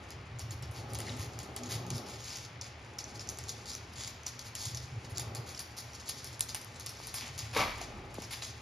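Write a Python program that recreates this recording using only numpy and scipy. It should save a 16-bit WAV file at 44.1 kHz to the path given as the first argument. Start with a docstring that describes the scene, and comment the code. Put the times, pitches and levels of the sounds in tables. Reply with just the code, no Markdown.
"""Claws tick and skid on a laminate floor as three small dogs tug at a toy.
Nails ring and boards knock at each step, dragged paws stick and slip, paws bump and a pad squeaks.
One dog gives a gruff, snorting bark, its throat chopping a blast of air; faint moans pass closed jaws.
Fur crackles, a soft rustle and a low, throbbing rumble come and go, and a fan hums behind them.
The small room rings briefly, heard through two microphone ports."""
import sys
import numpy as np
from scipy import signal
from scipy.fft import rfft, irfft, next_fast_len
from scipy.io import wavfile
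from scipy.ndimage import uniform_filter1d

SR = 44100
rng = np.random.default_rng(int(sys.argv[2]) if len(sys.argv) > 2 else 0)


def transcribe(u):
    """Save the signal u as a 16-bit wav file named by the first command-line argument.

    u: samples, shape (n,) or (channels, n), limited to [-1, 1]; the rate is SR.
    q: integer samples, one column per channel.
    """
    v = np.clip(np.atleast_2d(u).T, -1, 1)
    q = np.round(v * 32767).astype(np.int16)
    wavfile.write(sys.argv[1], SR, q)


N = 380004


def gain_of(db):
    """Decibels to amplitude."""
    return 10 ** (np.asarray(db) / 20)


def unit_rms(x):
    """Scales to an rms of one."""
    return x / np.sqrt(np.mean(x ** 2) + 1e-20)


def drift(count, *windows):
    """Slow noise of unit rms, smoothed over each window length in samples."""
    x = rng.standard_normal(count)
    for size in windows:
        x = uniform_filter1d(x, size)
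    return unit_rms(x)


def at_hz(points, hz):
    """Interpolates rows of (Hz, value) on a log frequency axis."""
    f, value = np.transpose(points)
    return np.interp(np.log(hz + 1), np.log(f + 1), value)


def envelope(points):
    """Rows of (s, dB) to a gain per sample."""
    s, db = np.transpose(points)
    return gain_of(np.interp(np.arange(N) / SR, s, db))


def add(mix, start_s, sound):
    """Mixes a sound in at start_s."""
    part = mix[max(round(start_s * SR), 0):][:len(sound)]
    part += sound[:len(part)]


def colour(x, spectrum, size=4096):
    """Causal filter from rows of (Hz, relative dB); white noise keeps its power."""
    log_gain = np.log(gain_of(at_hz(spectrum, abs(np.fft.fftfreq(size, 1 / SR)))))
    taps = np.fft.ifft(np.exp(np.conj(signal.hilbert(log_gain)))).real
    return signal.oaconvolve(x, taps / np.linalg.norm(taps))[:len(x)]


def resonate(x, hz, width_hz, stages=1):
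    """Unity-gain resonators in series; the centre may move."""
    carrier = np.exp(2j * np.pi * np.cumsum(hz * np.ones(len(x))) / SR)
    pole = np.exp(-np.pi * width_hz / SR)
    for _ in range(stages):
        x = 2 * (carrier * signal.lfilter([1 - pole], [1, -pole], x / carrier + 1e-18)).real
    return x


# Each row: time in seconds, tick level in dB, nail ring in Hz, knock and crack in dB re tick,
# skid level in dB, fizz in dB re skid. The players add their own trims.
PAW_STEPS = [(.106, -51.5, 6760, -7, 8.5, -50.5, -13), (.388, -47, 6800, -14, -6, -62, -4),
             (.394, -40.5, 7350, -6, -1.5, -46.5, -2.5), (0.509, -39, 7350, -8, -11, -46, -2),
             (.625, -46, 7900, -4, -2, -48, -8), (.713, -51, 8550, -10, -2, -61, 7),
             (0.935, -42, 8440, -15, 3, -52, -10), (0.948, -45.5, 9000, -17, 7, -50, -8),
             (0.953, -41, 6500, 1.5, 2, -58, -10), (0.988, -38, 8800, -1, -2, -46.5, 3),
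             (1.004, -36, 8550, -3, -5, -69, 0), (1.094, -47, 4500, -6, -14, -66, -12),
             (1.167, -50, 7550, -12, -1, -61, -2), (1.390, -43, 6940, -5, 4, -46.5, -5),
             (1.431, -44, 7000, -16, -10, -55, -1), (1.564, -36, 7900, -7.5, 0, -42.5, -8),
             (1.635, -39, 6440, -8, -11, -49, -14), (1.658, -48, 6030, -14, -14, -49, -12),
             (1.866, -48, 6500, -14, -4, -53, -10), (1.904, -35.5, 6500, -7, -0.5, -44, -16),
             (2.244, -44, 6960, -10, -11, -54, -16), (2.358, -37, 6030, -14, -14, -64, -10),
             (2.371, -42, 6240, -9, -1, -74, -9), (2.45, -45, 5800, -16, -20, -62, -14),
             (2.613, -33.5, 6060, -12, -24, -45, -17), (2.986, -39, 6340, -9, -8, -56, -8),
             (2.989, -31.5, 5500, -13, -10, -46, -12), (3.005, -43, 6200, -16, -8, -58, -10),
             (3.042, -35.5, 6100, -22, -23, -56, -10), (3.195, -37.5, 5600, -10, -21, -45, -16),
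             (3.274, -41, 5960, -20, -16, -56, -12), (3.290, -29.5, 6200, -22, -15, -49.5, 0),
             (3.297, -35.5, 5770, -18, -8, -54, 1), (3.374, -44, 6700, -20, -14, -64, -10),
             (3.387, -39, 7700, -7, -2, -46, -9), (3.439, -43, 6500, -16, -6, -64, -8),
             (3.493, -32.5, 6040, -23, -11, -41, -6), (3.734, -41, 5800, -18, -16, -67, -10),
             (3.751, -34.5, 6200, -9, -5.5, -49, -3), (4.076, -36, 7040, -9, -12, -47.5, 0),
             (4.234, -47, 6200, -20, -8, -74, -11), (4.265, -32, 6840, -12, -16, -42.5, -8),
             (4.268, -30.5, 5950, -8, -11, -47.5, -6), (4.393, -40.5, 6070, -12, -0.5, -44, -9),
             (4.553, -37.5, 7200, -2.5, 3, -55, -4), (4.654, -33.5, 6800, -22, -16, -54, 4),
             (4.748, -34, 6430, -22, -11, -49, -5), (4.755, -43, 5800, -18, -12, -58, -8),
             (4.772, -36.5, 5600, -13, -7, -46, -10), (5.173, -33, 6400, -16, -20, -44, -9),
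             (5.182, -35, 7260, -20, 4, -59, -2), (5.197, -35.5, 7100, -7, 1, -42, 0.5),
             (5.350, -48, 7500, -8, 11.5, -43.5, -2.5), (5.548, -39.5, 5700, -7, -18, -45, -20),
             (5.576, -40, 5350, -18, -10, -53, -10), (5.593, -38.5, 7300, -6, 1, -45, 4.5),
             (5.603, -45, 9700, -10, -2, -56, -2), (5.934, -45, 5960, -10, -7, -59, -6),
             (6.09, -34.5, 10800, -7, -6, -43.5, 1), (6.096, -35, 9700, -6, -2, -59, -1),
             (6.245, -46.5, 8550, -11, 9, -62, 4), (6.395, -40, 9600, -18, 0, -62, -11),
             (6.408, -22.5, 8360, -21, -1, -41, 2), (6.419, -43, 5200, -14, -12, -49, -4),
             (6.488, -44, 6860, -13, -2, -42.5, -6), (6.547, -30.5, 8400, -2, -4, -41, 2.5),
             (6.615, -50, 10100, -10, 4, -56, -2), (6.647, -52, 9500, -14, 9, -68, -3),
             (6.798, -44.5, 9100, -20, 1, -45, -6), (6.863, -41.5, 7400, -9, 8, -42.5, -6),
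             (6.893, -44, 7900, -5, 1, -52.5, 5), (6.971, -46, 5800, -14, -12, -64, -10),
             (7.071, -42.5, 10600, -15, 2, -60, 1), (7.078, -46, 10500, -14, 6, -55, 0),
             (7.142, -39.5, 9500, 4, 3, -52, 14), (7.379, -41.5, 6100, -6, 1, -42, -4),
             (7.391, -41.5, 7000, -14, 7, -48, -13), (7.781, -51, 7700, 1, 3, -51, -2),
             (7.812, -52, 5960, -1, -6, -54, -1), (8.143, -54, 8050, -4, 9, -49.5, -5),
             (8.22, -49, 5500, -3, -1, -44.5, -9), (8.239, -47, 6000, -13, -3, -56, -2),
             (8.308, -45, 7650, 0, -8, -44, 2.5), (8.422, -37, 4260, 0.5, -15, -46.5, -19)]
# Each row: frequency in Hz, relative level in dB.
CRACK_SPECTRUM = [(500, -15), (3000, -4), (5000, 7), (10500, 6.5), (13500, -2), (16000, -0.5)]


def claws(trim_db=-1.5, knock_trim_db=-4, knock_s=0.0011, ring_q=5.5):
    """Claws graze, snap down and chatter. Returns the nail and board ring, and the stereo crack."""
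    chatter, graze_s, chatter_s = 0.17, 0.0006, 0.0012
    ring, cracks = np.zeros(N), np.zeros((2, N))
    t = np.arange(-96, 1024) / SR
    touch = np.exp(np.minimum(t / graze_s, -t / chatter_s))
    tick_norm = np.sqrt(SR / 440)  # energy of 2.3 ms at unit rms
    for s, db, hz, knock_db, crack_db in claw_hits():
        skips, wood = rng.standard_normal((2, len(t)))
        lean_db = rng.uniform(-1.19, 1.645)  # each claw lands at its own place
        # a blunt claw cracks less and chatters more
        contact = (t == 0) + chatter * gain_of(-crack_db) * skips * touch
        nail = resonate(contact, hz, hz / ring_q, stages=2)
        crack = colour(contact, CRACK_SPECTRUM, size=512)
        knock = colour(wood * (t >= 0) * np.exp(-abs(t) / knock_s), SCUFF_SPECTRUM, size=512)
        routes = [(ring, nail, 0), (ring, knock, knock_db + knock_trim_db),
                  (cracks[0], crack, crack_db + lean_db), (cracks[1], crack, crack_db - lean_db)]
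        for mix, part, part_db in routes:
            add(mix, s + t[0], tick_norm * gain_of(db + trim_db + part_db) * part / np.linalg.norm(part))
    return ring, cracks


def claw_hits(lag_s=0.009, second_db=-17, detune=0.037):
    """Each step lands one claw, then a lighter one."""
    for s, db, hz, knock_db, crack_db, _, _ in PAW_STEPS:
        late, sharp = rng.uniform(-1, 1, 2)
        yield s, db, hz, knock_db, crack_db
        yield s + lag_s * (1 + late / 2), db + second_db, hz * (1 + detune * sharp), knock_db, crack_db


# Each row: peak time in seconds, length in seconds, level in dB, scuff and fizz in dB re that level.
PAW_DRAGS = [(0.771, 0.073, -48, -5, -6), (.905, 0.051, -53, -12, -4), (1.08, 0.17, -47, -7, -24),
             (1.213, 0.097, -47.5, -3.5, -1), (1.721, 0.078, -38, -5, -1.5), (1.962, 0.071, -43, -16, -5),
             (2.106, 0.12, -46.5, -5, -8), (2.299, 0.29, -44.5, -8.5, -10), (2.665, 0.057, -51.5, -3, -16),
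             (3.157, 0.04, -48, -18, -9), (3.49, .026, -40, -24, -14), (3.696, 0.099, -42, -23, -11),
             (3.936, 0.029, -53, -8, -4), (4.012, 0.14, -41, -10, -32), (4.462, 0.063, -48.5, -5, -3),
             (4.62, 0.18, -41, -14, -7), (4.835, 0.045, -50, -16, -14), (5.05, 0.035, -52, -5, -12),
             (5.107, .035, -59, -12, 7), (5.159, 0.034, -49, -16, -19), (5.495, 0.086, -47.5, -9, -4),
             (5.786, 0.048, -41.5, -11, 0), (5.952, 0.026, -45.5, -17, -9), (6.007, .025, -47.5, -16, -14),
             (6.085, 0.071, -42, -27, -18), (6.186, 0.072, -47, -20, -10), (6.261, 0.078, -46.5, -11, -4),
             (6.761, 0.024, -49, -11, -21), (7.036, 0.13, -49, -6.5, -6), (7.167, 0.079, -42, -24, -4),
             (7.228, 0.15, -49, 4.5, -23), (7.443, .07, -52, 2, -8), (7.574, 0.11, -40.5, 3, -4),
             (7.825, 0.043, -43, -1.5, -19), (8.196, 0.041, -53, -12, -8), (8.347, 0.087, -48, -3.5, -5),
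             (8.454, 0.1, -43, -29, -11)]


def strokes(skid_rise_s=0.0016, skid_fall_s=0.034, rise_share=0.42):
    """A short skid after each step, then the longer drags. A heavier knock scuffs more."""
    for s, _, _, knock_db, _, skid_db, fizz_db in PAW_STEPS:
        yield s + skid_rise_s, skid_rise_s, skid_fall_s, skid_db, knock_db, fizz_db
    for peak_s, length_s, db, scuff_db, fizz_db in PAW_DRAGS:
        yield peak_s, length_s * rise_share, length_s * (1 - rise_share), db, scuff_db, fizz_db


# Bright skid, dull scuff and fine fizz. Each row: frequency in Hz, relative level in dB.
SKID_SPECTRUM = [(500, -58), (1500, -36), (2400, -16), (3400, -2.5), (4100, 1.5), (4900, 5), (5900, 1),
                 (6800, 5), (8300, -7), (10000, -4), (13000, -20.5), (16000, -39.5)]
SCUFF_SPECTRUM = [(150, -41), (700, 8.5), (1500, 3), (2300, 11), (3200, 8), (5000, -26), (12000, -53)]
FIZZ_SPECTRUM = [(3000, -7), (7000, -4.5), (9500, 11), (11500, 5), (13500, 0), (15000, -8.5)]


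def scrapes(edge_db=-10, skid_trim_db=-3, scuff_trim_db=-3, fizz_trim_db=-4):
    """Claws and pads stick and slip over the grain, swelling and easing with each stroke."""
    forces = np.zeros((3, N))
    for peak_s, rise_s, fall_s, db, scuff_db, fizz_db in strokes():
        t = np.arange(-rise_s, fall_s, 1 / SR)
        swell_db = np.interp(t, [-rise_s, 0, fall_s], [edge_db, 0, edge_db])
        stroke = gain_of(db + swell_db) * signal.windows.tukey(len(t), 0.08)
        bands_db = skid_trim_db, scuff_db + scuff_trim_db, fizz_db + fizz_trim_db
        for force, band_db in zip(forces, bands_db):
            add(force, peak_s - rise_s, stroke * gain_of(band_db))
    catch_db = 0.94 * drift(N, 260)  # the pad catches every few milliseconds
    skid, scuff, fizz = forces * unit_rms(grit(per_s=900, spread_db=2) * gain_of(catch_db))
    friction = colour(skid, SKID_SPECTRUM) + colour(scuff, SCUFF_SPECTRUM) + colour(fizz, FIZZ_SPECTRUM)
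    return nail_rings(skid) + friction


def grit(per_s, spread_db):
    """Tiny slips of uneven size over an even hiss."""
    slips = (rng.random(N) < per_s / SR) * rng.standard_normal(N)
    slips *= gain_of(spread_db * np.minimum(rng.exponential(1, N), 3))
    return unit_rms(unit_rms(slips) + rng.standard_normal(N))


def nail_rings(drive, gain_db=8.5, modes_hz=(4750, 6200), wander=0.132, width_hz=130):
    """Dragged nails ring in narrow bands that wander as the grip shifts."""
    centres_hz = [hz * (1 + wander * drift(N, 2000, 1000)) for hz in modes_hz]
    return gain_of(gain_db) * sum(resonate(drive, hz, width_hz) for hz in centres_hz)


# Each row: time in seconds, effort in dB, flap rate in Hz, mouth opening as a factor on the formants.
BARK_CONTOUR = [(7.534, -43, 128.6, 0.95), (7.561, -42, 130.4, 1.02), (7.565, -26.5, 130.8, 0.93),
                (7.585, -31.5, 117.8, 1.015), (7.605, -28.5, 124.7, 1.09), (7.623, -32, 116, 0.995),
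                (7.653, -38.5, 100.7, 0.93), (7.723, -47, 90.4, 0.95)]
# Each row: centre in Hz, width in Hz, gain in dB.
THROAT_FORMANTS = [(215, 200, -2.5), (330, 120, 1.5), (560, 110, 0.5), (997, 118, 6.5), (1166, 210, 2),
                   (2190, 340, 0), (3770, 1040, -6.5), (5060, 1900, -10.5)]


def bark(rough=0.79, jitter=0.2, puff_cycles=0.64, trim_db=-1, spray_db=-16):
    """Uneven flaps of the throat chop a blast of air, which rings in the opening mouth."""
    times_s, *columns = np.transpose(BARK_CONTOUR)
    t = np.arange(times_s[0], times_s[-1], 1 / SR)
    effort_db, flap_hz, mouth = (np.interp(t, times_s, column) for column in columns)
    cycles = np.cumsum(flap_hz * (1 + jitter * drift(len(t), 300))) / SR + 0.55
    flaps = np.diff(np.floor(cycles), prepend=0)
    puffs = (0.59 + np.exp(-(cycles % 1) / puff_cycles)) * rng.standard_normal(len(t))
    drive = (1 - rough) * unit_rms(flaps) + rough * unit_rms(puffs)
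    # neighbouring resonances alternate in sign, as in a tube
    voice = sum((-1) ** k * gain_of(db) * resonate(drive, hz * mouth, width_hz)
                for k, (hz, width_hz, db) in enumerate(THROAT_FORMANTS))
    spray = colour(puffs, [(1000, -27), (4500, -6), (8000, -2), (12500, 5), (15000, 0)], size=512)
    snort = unit_rms(voice) + gain_of(spray_db) * unit_rms(spray)
    out = np.zeros(N)
    add(out, times_s[0], gain_of(effort_db + trim_db) * snort)
    return out


def bark_gust():
    """The bark's air hits the ports as a deep flutter, slightly different at each."""
    spectrum = [(20, -17), (38, 17), (70, 18), (200, -27), (1000, -70)]
    mid, side = (colour(noise, spectrum) for noise in rng.standard_normal((2, N)))
    blast = envelope([(7.55, -110), (7.6, -49), (7.8, -55), (8.1, -55), (8.6, -99)])
    return blast * (mid + 0.2 * np.array([side, -side]))


# Each row: start in seconds, peak in dB, first and final pitch in Hz, glide and pulse time in seconds.
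# The loudest row opens the bark.
THUMPS = [(.521, -48, 560, 290, 0.0046, 0.016), (.985, -43, 720, 520, .004, 0.0068),
          (2.625, -47, 700, 500, 0.0037, 0.0044), (3.119, -48, 296, 215, 0.0046, 0.014),
          (3.322, -42.5, 750, 450, 0.0025, 0.0036), (3.557, -54, 320, 230, 0.0037, .013),
          (3.578, -48, 650, 480, 0.0022, .006), (3.908, -49.5, 290, 208, .004, .014),
          (7.001, -37, 1000, 600, 0.0018, 0.0011), (7.227, -49, 330, 231, 0.0057, .016),
          (7.562, -26, 626, 427, 0.004, 0.0088), (7.812, -37.5, 830, 680, 0.0031, 0.0059),
          (7.878, -47, 330, 256, 0.0078, 0.01), (7.933, -46.5, 269, 197, 0.0066, 0.03),
          (8.183, -33, 1110, 120, 0.0029, 0.006)]


def thumps():
    """Soft bumps and the bark's opening thump: a few cycles sinking in pitch."""
    out, t = np.zeros(N), np.arange(2048) / SR
    for start_s, db, first_hz, final_hz, glide_s, pulse_s in THUMPS:
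        hz = final_hz + (first_hz - final_hz) * np.exp(-t / glide_s)
        age = 2 * t / pulse_s  # the level peaks at age 1
        add(out, start_s, gain_of(db) * age * np.exp(1 - age) * np.sin(2 * np.pi * np.cumsum(hz) / SR))
    return out


# Each row: start and end in seconds, level in dB, centre in Hz.
PAD_SQUEAKS = [(1.065, 1.094, -50.5, 1954), (1.084, 1.104, -55, 2750), (1.087, 1.1, -49, 3800)]


def squeaks(width_hz=600):
    """Uneven slips of a pad on the boards ring in a broad, raspy band."""
    out = np.zeros(N)
    for start_s, end_s, db, hz in PAD_SQUEAKS:
        count = len(np.arange(start_s, end_s, 1 / SR))
        rasp = resonate(rng.standard_normal(count), hz, width_hz, stages=2)
        add(out, start_s, gain_of(db) * unit_rms(rasp * signal.windows.tukey(count, 0.7)))
    return out


# Each row: start and end in seconds, level in dB, pitch in Hz.
DOG_MOANS = [(1.088, 1.165, -51.5, 246), (1.581, 1.682, -52, 242.5), (1.78, 2.0, -53, 179.4),
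             (1.86, 2.03, -55, 240.7)]


def moans(waver=0.027):
    """Faint, wavering, nearly pure notes through closed jaws."""
    out = np.zeros(N)
    for start_s, end_s, db, hz in DOG_MOANS:
        count = len(np.arange(start_s, end_s, 1 / SR))
        pitch_hz = hz * (1 + waver * drift(count, 300))
        tone = np.sin(2 * np.pi * np.cumsum(pitch_hz) / SR)
        add(out, start_s, gain_of(db) * unit_rms(tone * signal.windows.tukey(count, 0.7)))
    return out


# Each row: time in seconds, level in dB.
FUR_LEVELS = [(0, -65.5), (.4, -69), (.8, -62), (2.2, -71), (2.85, -67), (3.4, -57.5), (4, -64), (6, -61.5),
              (7.75, -55.5), (8, -65.5), (8.3, -59.5), (8.62, -61)]


def fur(trim_db=-1, flicker_db=3):
    """Coats and toy brush together in a fine, fitful crackle."""
    touch = gain_of(trim_db + flicker_db * drift(N, 1200, 500))
    return touch * envelope(FUR_LEVELS) * colour(grit(per_s=1200, spread_db=4.5), SKID_SPECTRUM)


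# Each row: peak time in seconds, level in dB, rise and fall in seconds.
RUSTLE_SWELLS = [(0, -54, .2, 0.26), (1.02, -48, 0.38, 0.38), (2.02, -48, 1, 0.18), (3.2, -55.5, 0.4, 0.65),
                 (5.38, -49.5, 0.34, 0.16), (7.85, -51, 0.11, 0.44)]
# Each row: frequency in Hz, relative level in dB.
RUSTLE_SPECTRUM = [(60, -38), (160, -3), (245, -3.5), (300, -4), (385, 0.5), (450, -5), (520, -5),
                   (700, -6.5), (835, -1), (950, -14.5), (1250, -8.5), (1600, -23), (2500, -35),
                   (9000, -43)]


def rustle():
    """Moving bodies rustle, each swell following a bell curve."""
    t, swells = np.arange(N) / SR, []
    for peak_s, db, rise_s, fall_s in RUSTLE_SWELLS:
        from_peak = np.maximum((peak_s - t) / rise_s, (t - peak_s) / fall_s)
        swells.append(gain_of(db) * np.exp(-np.minimum(from_peak, 10) ** 2))
    return np.max(swells, axis=0) * diffuse_noise(RUSTLE_SPECTRUM)


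# Each row: centre time in seconds, peak in dB, pitch in Hz.
LOW_THROBS = [(.319, -40, 108), (.435, -40, 103), (0.515, -35, 106), (0.561, -37, 99), (0.704, -37.5, 110),
              (0.875, -40, 119), (1.205, -32.5, 103), (1.285, -35, 113), (1.761, -35, 121),
              (1.868, -51, 116), (1.932, -31.5, 118), (1.961, -33, 124), (3.441, -41, 109),
              (3.99, -43, 110), (4.677, -34, 112), (4.747, -39, 113), (4.842, -37, 115), (4.929, -38, 122),
              (4.979, -35.5, 111), (5.045, -42, 127), (5.129, -34, 102), (5.218, -37, 110),
              (5.28, -34, 101), (5.35, -43, 116), (5.395, -35.5, 120), (7.366, -38, 111), (7.439, -38, 106),
              (7.595, -38, 105)]


def throbs(length_s=0.038, waver=0.079):
    """Single throbs stand out of the rumble, each a few deep, uneven cycles."""
    out, t = np.zeros(N), np.arange(-length_s / 2, length_s / 2, 1 / SR)
    swell = np.cos(np.pi * t / length_s) ** 2
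    for centre_s, db, hz in LOW_THROBS:
        wobble = drift(len(t), 300)
        cycles = hz * (t + waver * np.cumsum(wobble - wobble.mean()) / SR)
        add(out, centre_s - length_s / 2, gain_of(db) * swell * np.cos(2 * np.pi * cycles))
    return out


# Each row: start and end in seconds, level in dB.
RUMBLE_BOUTS = [(0, 0.372, -49.5), (0.332, 1.572, -46), (1.69, 1.996, -45), (4.67, 5.454, -48.5),
                (7.213, 7.608, -50)]
# Each row: frequency in Hz, relative level in dB.
RUMBLE_SPECTRUM = [(25, -33.5), (55, -25.5), (80, 0), (92, -11), (112, 5), (132, -3.5), (160, -14),
                   (260, -29), (600, -43), (4000, -81)]


def rumble(trim_db=-1, rest_db=-54, edge_s=0.03, throb_hz=6.9, throb_db=2.5):
    """A low room rumble throbs unevenly in bouts over a quiet resting level."""
    t = np.arange(N) / SR
    bouts = [gain_of(db) * np.clip(np.minimum(t - start_s, end_s - t) / edge_s + 0.5, 0, 1)
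             for start_s, end_s, db in RUMBLE_BOUTS]
    pace_hz = throb_hz * (1 + 0.287 * drift(N, 6000))
    throb = unit_rms(gain_of(throb_db * np.sin(2 * np.pi * np.cumsum(pace_hz) / SR)))
    strength = np.hypot(gain_of(rest_db), throb * np.linalg.norm(bouts, axis=0))
    return gain_of(trim_db) * strength * diffuse_noise(RUMBLE_SPECTRUM)


# Each row: frequency in Hz, relative level in dB.
FAN_SPECTRUM = [(20, -38), (45, -14.5), (80, -0.5), (112, -7.5), (160, -14), (300, -15), (600, -15.5),
                (1100, -16.5), (1600, -18.5), (2300, -17.5), (3500, -25), (6000, -35), (10000, -99),
                (16000, -62)]
# Each row: pitch in Hz, level in dB.
FAN_HUM = [(110, -59.5), (242, -68.5), (388, -72), (834, -68)]


def fan(air_db=-51.5, width_hz=14.7):
    """Steady fan air with faint, wavering tones."""
    flow = rng.standard_normal(N)
    hum = sum(gain_of(db) * unit_rms(resonate(flow, hz, width_hz, stages=2)) for hz, db in FAN_HUM)
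    return gain_of(air_db) * diffuse_noise(FAN_SPECTRUM) + hum


# Each row: frequency in Hz, coherence between the ports from 0 to 1.
PORT_COHERENCE = [(130, .998), (250, .99), (400, .94), (600, .72), (1000, .6), (1600, .5), (3000, .66),
                  (4500, .8), (7000, .7), (8300, .93), (13000, .6), (15000, .9)]


def diffuse(pair):
    """Makes two unrelated signals as alike as sound from all sides is at the ports."""
    size = next_fast_len(pair.shape[1])
    left, other = rfft(pair, size)
    coherence = at_hz(PORT_COHERENCE, np.fft.rfftfreq(size, 1 / SR))
    right = coherence * left + np.sqrt(1 - coherence ** 2) * other
    return irfft(np.array([left, right]), size)[:, :pair.shape[1]]


def diffuse_noise(spectrum):
    """Coloured noise arriving from all sides."""
    return diffuse(np.array([colour(noise, spectrum) for noise in rng.standard_normal((2, N))]))


# Each row: frequency in Hz, time to fall 60 dB in seconds.
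ROOM_T60 = [(100, 0.62), (500, 0.5), (2200, 0.7), (5500, 0.54), (9000, 0.25), (15000, 0.52)]


def room(x, wet_db, onset_s=0.00014, count=2600, per_s=4000):
    """Direct sound plus sparse reflections of random sign, each band dying at its own rate."""
    taps = np.zeros((2, SR))
    arrivals = np.arange(count) * SR // per_s + rng.integers(0, SR // per_s, (2, count))
    np.put_along_axis(taps, arrivals, rng.choice([-1., 1.], arrivals.shape), 1)
    taps *= np.clip(np.arange(SR) / SR / onset_s - 0.5, 0, 1)
    hz, t, bands = signal.stft(taps, SR, nperseg=256)
    bands *= gain_of(-60 * t / at_hz(ROOM_T60, hz)[:, None])
    tail = diffuse(signal.istft(bands, SR, nperseg=256)[1])
    tail /= np.linalg.norm(tail[0])
    return x + gain_of(wet_db) * signal.oaconvolve(x[None], tail, axes=1)[:, :N]


def scene():
    """The dogs in the room over the background; the claws' thin crack arrives direct."""
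    ring, cracks = claws()
    paws = cracks + room(ring, wet_db=-10) + room(scrapes() + fur() + squeaks(), wet_db=-4)
    dogs = room(thumps(), wet_db=-27) + room(bark() + moans(), wet_db=-4)
    return paws + dogs + bark_gust() + rustle() + throbs() + rumble() + fan()


# Each row: frequency in Hz, phase lead of the left port in radians.
LEFT_LEAD_RAD = [(0, 0), (500, 0), (800, -.35), (1600, -.3), (2900, .35), (4000, .1), (5800, 0),
                 (7000, -1.5), (8150, -3.14), (9500, -4.4), (10600, -5.8), (12800, -6.8), (14000, -9.3),
                 (16000, -9.5)]
# Each row: frequency in Hz, left minus right level in dB.
LEFT_EXCESS_DB = [(350, 0), (700, 1.8), (1400, 1.2), (1720, -2), (2000, 2.8), (5000, 1.6), (7500, 0)]


def record(dry, cutoff_hz=16100):
    """The two ports colour phase and level in opposite senses; a low-pass follows."""
    size = next_fast_len(N + 4096)
    hz = np.fft.rfftfreq(size, 1 / SR)
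    lead_rad = np.interp(hz, *np.transpose(LEFT_LEAD_RAD))
    left = np.exp(0.5j * lead_rad) * gain_of(at_hz(LEFT_EXCESS_DB, hz) / 2)
    ports = irfft(rfft(dry, size) * np.array([left, 1 / left]), size)[:, :N]
    lowpass = signal.firwin(255, cutoff_hz, window=("kaiser", 9), fs=SR)
    return signal.oaconvolve(ports, lowpass[None], "same")


dry = scene()
out = record(dry)
transcribe(out)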